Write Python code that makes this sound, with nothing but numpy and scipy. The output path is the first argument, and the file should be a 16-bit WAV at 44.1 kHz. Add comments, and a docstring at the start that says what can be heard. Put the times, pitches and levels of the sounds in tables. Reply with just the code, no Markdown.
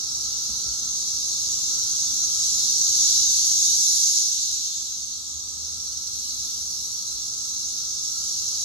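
"""Cicada chorus from a wooden deck

Periodical cicadas in garden trees buckle their tymbals, and each click rings the hollow abdomen.
They tick, swell together into a buzz and fall away, then tick again; a few sit close by.
A second kind drones far off, over a low outdoor murmur and the hum of a distant motor.
A few soft steps knock the boards and make the deck boom."""
import sys
import numpy as np
from scipy import signal
from scipy.fft import rfft, irfft
from scipy.io import wavfile
from scipy.ndimage import uniform_filter1d

SR = 44100
rng = np.random.default_rng(int(sys.argv[2]) if len(sys.argv) > 2 else 0)


def to_wav(s):
    """Save 16-bit WAV."""
    ch = np.atleast_2d(s).T  # columns
    pcm = np.round(np.clip(ch, -1, 1) * 32767)  # PCM
    wavfile.write(sys.argv[1], SR, pcm.astype(np.int16))


N = 381024
TIME = np.arange(N) / SR
BREAK_AT_S = 4.195  # the crest of the chorus ends here


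def chorus():
    """Incoherent summation: many voices merge into noise, out of which the near insects stand."""
    lull_db, crest_db, shimmer_db = -32, -19, 0.25
    effort = chorus_effort(TIME)
    active, lift_db, sizzle_db = bouts()
    level_db = lull_db + (crest_db - lull_db) * effort + lift_db
    ticking_db = -12 - 7 * effort + 2.5 * active  # relative to the far voices
    far = rng.standard_normal((2, N))
    near = gain_of(-8) * buzzers(count=10, rate_hz=170, spread=0.5, jitter=0.05, phrase_db=1.5)
    ticks = gain_of(ticking_db) * tickers(count=2, ticks_per_s=18, decay_s=0.0089, rib_hz=621.4)
    song = heard_colour(stereo(far + near + ticks), sizzle_db)
    # so many voices overlap that their sum holds steady from moment to moment
    steady = song / np.sqrt(uniform_filter1d(np.mean(song ** 2, axis=0), size=7000))
    return gain_of(level_db + shimmer_db * wander(9)) * steady


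def chorus_effort(t):
    """Synchrony: shared effort (0-1) cycles through a build, a surge, a crest, a drop and an ebb."""
    period_s, surge_s, hold_s, drop_s, ebb_s = 7.15, 0.61, 1.214, 0.088, 1.015
    since_break, to_crest = (t - BREAK_AT_S) % period_s, period_s - hold_s
    drop = np.clip(1 - since_break / drop_s, 0, 1)
    ebb = np.clip(1 - since_break / ebb_s, 0, 1) ** 1.05
    build = np.clip((since_break - ebb_s) / (to_crest - ebb_s), 0, 1)
    surge = np.clip(1 - (to_crest - since_break) / surge_s, 0, 1)
    return 0.15 * drop + 0.85 * ebb + 0.85 * build + 0.15 * surge


def bouts():
    """Amplitude modulation by bouts of the nearer cicadas: activity (0-1), lift and sizzle in dB."""
    # Each row: start and length in seconds, lift of the whole song in dB, top-octave sizzle in dB.
    near_bouts = [(.4, 1.2, -0.4, 0), (2.863, 0.4, 2.2, -0.5), (3.4, 0.83, 0.05, 2.5),
                  (5.71, 1.45, 0.8, 2.5), (6.5, 2.8, -1.4, 1)]
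    active = np.array([swell(start, length, edge_s=0.33) for start, length, _, _ in near_bouts])
    _, _, lift_db, sizzle_db = np.transpose(near_bouts)
    return active.max(0), lift_db @ active, sizzle_db @ active


def buzzers(count, rate_hz, spread, jitter, phrase_db):
    """Impulse trains: tymbals buckle so fast that their slightly uneven clicks fuse into a buzz."""
    out = np.zeros((2, N))
    for place in np.linspace(-1, 1, count):
        rate = rate_hz * np.exp(spread * rng.uniform(-1, 1) + 0.03 * wander(2) + jitter * wander(150))
        pulses = clicks(rate) * gain_of(phrase_db * np.tanh(wander(2.2)))
        out += abdomen(pulses, body_hz=6200 * np.exp(0.39 * place), width_hz=1220,
                       leaves_db=-2.5, t60=0.081)
    return unit_rms(out)


def tickers(count, ticks_per_s, decay_s, rib_hz):
    """Pulse bursts: a tick is a decaying run of tymbal clicks, on each insect's own loose beat."""
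    out = np.zeros((2, N))
    for place in np.linspace(-1, 1, count):
        beat_hz = ticks_per_s * np.exp(0.15 * place + 0.15 * wander(7))
        age = ((np.cumsum(beat_hz) / SR + rng.random()) % 1) / beat_hz
        burst = np.exp(-age / decay_s) * gain_of(2.7 * np.tanh(wander(6.4)))
        pulses = clicks(rib_hz * np.exp(0.2 * wander(200))) * burst
        out += abdomen(pulses, body_hz=5800 * np.exp(0.22 * place), width_hz=3900,
                       leaves_db=-3.0, t60=0.037)
    return unit_rms(out)


def abdomen(pulses, body_hz, width_hz, leaves_db, t60):
    """Cavity resonance: clicks ring the abdomen; leaves scatter the sound along two different paths."""
    t = np.arange(6000) / SR
    rung = resonate(pulses, body_hz * np.exp(0.0075 * wander(1.91)), width_hz)
    heard = []
    for first, late in rng.standard_normal((2, 2, len(t))):
        direct = unit_rms(first * np.exp(-t / 0.00028))
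        scattered = gain_of(leaves_db) * unit_rms(late * gain_of(-60 * t / t60))
        heard.append(unit_rms(signal.oaconvolve(rung, direct + scattered)[:N]))
    return np.array(heard)


def heard_colour(voices, sizzle_db):
    """Spectral envelope: the chorus's colour as heard."""
    # The colour heard at rest, at full effort and in the ebb, when the flanks outlast the 6 kHz core.
    # Each row: frequency in Hz, relative spectral level in dB.
    soft_spectrum = [(2000, -36), (2600, -32), (3100, -25.5), (3700, -12.5), (4250, -5.5), (4800, -9),
                     (5400, -2.5), (5900, 0.5), (6400, -1), (6900, -8.5), (7500, -14.5), (8200, -13.5),
                     (8900, -37), (10000, -20.5), (12400, -24.5), (13800, -38), (14800, -40)]
    loud_spectrum = [(2000, -42), (2600, -37), (3100, -27), (3700, -14.5), (4250, -9), (4800, -9.5),
                     (5400, -6), (5900, -1), (6400, -1), (6900, -6), (7500, -14.5), (8200, -15.5),
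                     (8900, -30.5), (10000, -20.5), (12400, -25.5), (13800, -39), (14800, -43.5)]
    ebb_spectrum = [(2000, -40.5), (2600, -32), (3100, -23), (3700, -10.0), (4250, -7), (4800, -8.5),
                    (5400, -4.5), (5900, -0.5), (6400, -1), (6900, -4.5), (7500, -12), (8200, -13),
                    (8900, -33), (10000, -20.5), (12400, -24), (13800, -39), (14800, -45)]
    bright_from = 0.17  # effort above which the song brightens
    hz, t, frames = signal.stft(voices, SR, nperseg=1024, noverlap=768)
    hz = hz[:, None]
    mean_power = uniform_filter1d(np.mean(abs(frames) ** 2, axis=(0, 2)), size=9)
    whitened = frames / np.sqrt(mean_power)[:, None]
    bright = np.clip((chorus_effort(t) - bright_from) / (1 - bright_from), 0, 1)
    ebbing = np.interp(t, TIME, swell(BREAK_AT_S, length_s=1.53, edge_s=0.3))
    colour_db = spectrum(soft_spectrum, hz) * (1 - bright) + spectrum(loud_spectrum, hz) * bright
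    colour_db = colour_db * (1 - ebbing) + spectrum(ebb_spectrum, hz) * ebbing
    top_octave = np.clip((hz - 7400) / 2500, 0, 1)
    colour_db += top_octave * (np.interp(t, TIME, sizzle_db) - 1.5)
    colour_db += 2.3 * patches(colour_db.shape, bins=2, frames=16)  # single voices come and go
    colour_db += 0.5 * patches(colour_db.shape, bins=12, frames=8)  # short rasps overlap in a shimmer
    low_cut = 1 / np.sqrt(1 + (1750 / (hz + 1)) ** 8)  # small bodies radiate nothing low
    coloured = whitened * low_cut * gain_of(colour_db)
    return signal.istft(coloured, SR, nperseg=1024, noverlap=768)[1][:, :N]


def steps():
    """Impact excitation: a board knocks dully with a slight scuff, then the whole deck booms."""
    # Each row: start in seconds, boom level in dB and pitch in Hz, knock level in dB and pitch in Hz.
    footfalls = [(0.493, -44, 60, -47, 209), (.668, -39.5, 58, -46.5, 105), (5.33, -45, 73, -64, 125),
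                 (7.135, -51, 53, -54, 110)]
    knock_lead_s, knock_rise_s = 0.011, 0.012
    boom_rise_s, boom_hold_s, boom_decay_s = 0.014, 0.05, 0.012
    out = np.zeros(N)
    for start, boom_db, boom_hz, knock_db, knock_hz in footfalls:
        age, knock_age = np.maximum(TIME - start, 0), np.maximum(TIME - start + knock_lead_s, 0)
        scuff = unit_rms(resonate(rng.standard_normal(N), knock_hz, width_hz=110))
        knock = np.sin(2 * np.pi * knock_hz * knock_age) + gain_of(-2.5) * scuff
        out += gain_of(knock_db) * knock * knock_age / knock_rise_s * np.exp(1 - knock_age / knock_rise_s)
        boom = np.minimum(age / boom_rise_s, 1) * np.exp(-np.maximum(age - boom_hold_s, 0) / boom_decay_s)
        out += gain_of(boom_db) * boom * np.sin(2 * np.pi * boom_hz * age)
    return out


def murmur():
    """Broadband noise: the outdoor background, with most of its power at low frequencies."""
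    # Each row: time in seconds, level in dB before the lift.
    levels = [(0.2, -58), (3.09, -57), (4.49, -64.5), (5.59, -61.5), (8.3, -60)]
    # Each row: frequency in Hz, relative spectral level in dB.
    murmur_spectrum = [(13, -55), (22, -30), (36, -12), (55, -2.5), (171, -9.5), (235, -10), (317, -15),
                       (419, -14), (565, -18), (1090, -16), (1310, -13), (1520, -26), (1900, -30.5),
                       (2470, -30), (4180, -120)]
    lift_db = 7.0
    colour = gain_of(spectrum(murmur_spectrum, np.fft.rfftfreq(N, 1 / SR)))
    noise = unit_rms(irfft(rfft(rng.standard_normal((2, N))) * colour, N))
    return gain_of(curve(levels) + lift_db) * noise


def far_cicadas():
    """Narrowband noise: the low notes of many far cicadas merge into one fuzzy drone."""
    # Each row: time in seconds, level of the drone in dB.
    levels = [(0.2, -58), (.7, -53.5), (1.22, -61), (1.72, -55), (3.1, -58.5), (4.35, -64.5), (5.2, -63.5),
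              (5.6, -60), (7.6, -60), (8.3, -56.5), (8.6, -61.5)]
    pitch_hz = 1310 + 22 * wander(6)
    band = resonate(rng.standard_normal((2, N)), pitch_hz, width_hz=88)
    drone = unit_rms(resonate(band, pitch_hz, width_hz=160))
    return gain_of(curve(levels) + 1.3 * wander(19)) * drone


def motor():
    """Modulated tones: a throbbing hum and a thin upper tone swell once; late on, the hum fades."""
    # The hum follows the motor's speed. Each row: time in seconds, pitch in Hz.
    pitches = [(1, 70.7), (3.2, 71), (3.8, 75.2), (6.5, 74.2)]
    fade_at_s, fade_db_per_s = 6.7, 3
    effort = swell(start_s=4.95, length_s=2.1, edge_s=0.7)
    hum_db = -61.5 + 8.5 * effort - fade_db_per_s * np.maximum(TIME - fade_at_s, 0)
    hum = unit_rms(tone(curve(pitches) + 1.5 * wander(18)) * gain_of(5.5 * np.tanh(wander(12))))
    upper = unit_rms(tone(240 + 1.24 * wander(12)) * gain_of(2.6 * wander(7)))
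    return gain_of(hum_db) * hum + gain_of(-72 + 4.5 * effort) * upper


def stereo(pair):
    """Partial correlation: two unrelated signals become partly alike, the left one slightly late."""
    # How alike the left and right channels sound; the treble is nearly the same in both.
    # Each row: frequency in Hz, likeness from 0 to 1.
    likeness = [(60, 0.97), (250, 0.86), (600, 0.4), (1300, 0.45), (2500, 0.1), (4800, 0.1), (6100, 0.24),
                (7200, .85), (7900, 0.55), (9000, .92), (13000, 0.88), (15000, .3)]
    # Each row: frequency in Hz, left level minus right level in dB.
    balance = [(100, -0.5), (900, -.5), (3400, 1), (4500, 0.2), (5700, -1.1), (7100, -0.5), (10000, -0.3)]
    # Each row: frequency in Hz, delay of the left channel in samples.
    left_delay = [(6000, 12), (8000, 12.3), (9700, 12.2), (11300, 11.7), (12500, 11.5)]
    hz, (a, b) = np.fft.rfftfreq(N, 1 / SR), rfft(pair)
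    same = np.clip(spectrum(likeness, hz), 0, 1)
    shared, apart = a * np.sqrt((1 + same) / 2), b * np.sqrt((1 - same) / 2)
    lean = gain_of(spectrum(balance, hz) / 2)
    lag = np.exp(-2j * np.pi * hz * spectrum(left_delay, hz) / SR)
    return irfft(np.array([(shared + apart) * lean * lag, (shared - apart) / lean]), N)


def resonate(x, hz, width_hz):
    """A damped resonance of gain 1 whose centre follows hz."""
    turn = np.exp(2j * np.pi * np.cumsum(hz * np.ones(N)) / SR)
    pole = np.exp(-np.pi * width_hz / SR)
    return 2 * (turn * signal.lfilter([1 - pole], [1, -pole], x / turn)).real


def tone(hz):
    """A sine whose phase is the integral of its frequency."""
    return np.sin(2 * np.pi * np.cumsum(hz) / SR)


def clicks(rate_hz):
    """One impulse at each whole turn of the integrated rate."""
    return np.diff(np.floor(np.cumsum(rate_hz) / SR + rng.random()), prepend=0)


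def wander(per_s):
    """Random drift of rms 1, through per_s values a second."""
    knots = rng.standard_normal(4096)
    return unit_rms(np.interp(TIME * per_s, np.arange(len(knots)), knots))


def patches(shape, bins, frames):
    """Noise smoothed over frequency and time into blotches of rms 1."""
    return unit_rms(uniform_filter1d(uniform_filter1d(rng.standard_normal(shape), bins, 0), frames, 1))


def swell(start_s, length_s, edge_s):
    """An envelope that ramps up, holds if it reaches 1, and ramps back to 0."""
    return np.clip(np.minimum(TIME - start_s, start_s + length_s - TIME) / edge_s, 0, 1)


def curve(points):
    """Interpolates (time, value) rows at every sample."""
    return np.interp(TIME, *np.transpose(points))


def spectrum(points, hz):
    """Interpolates (frequency, value) rows on a logarithmic axis."""
    point_hz, value = np.transpose(points)
    return np.interp(np.log(hz + 1), np.log(point_hz + 1), value)


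def gain_of(db):
    """Decibels to amplitude."""
    return 10 ** (np.asarray(db) / 20)


def unit_rms(x):
    """Scales to rms 1."""
    return x / np.sqrt(np.mean(x ** 2) + 1e-20)


def scene():
    """Superposition: all sources add in the two channels."""
    return chorus() + stereo(murmur() + far_cicadas()) + motor() + steps()


def record(dry):
    """Band limiting: the microphones shed the deepest bass, and a low-pass cuts the highest treble."""
    bass_cut = signal.butter(3, 38, "highpass", fs=SR, output="sos")
    treble_cut = signal.firwin(511, 15800, window=("kaiser", 9), fs=SR)
    return signal.oaconvolve(signal.sosfilt(bass_cut, dry), treble_cut[None], "same")


dry = scene()
out = record(dry)
to_wav(out)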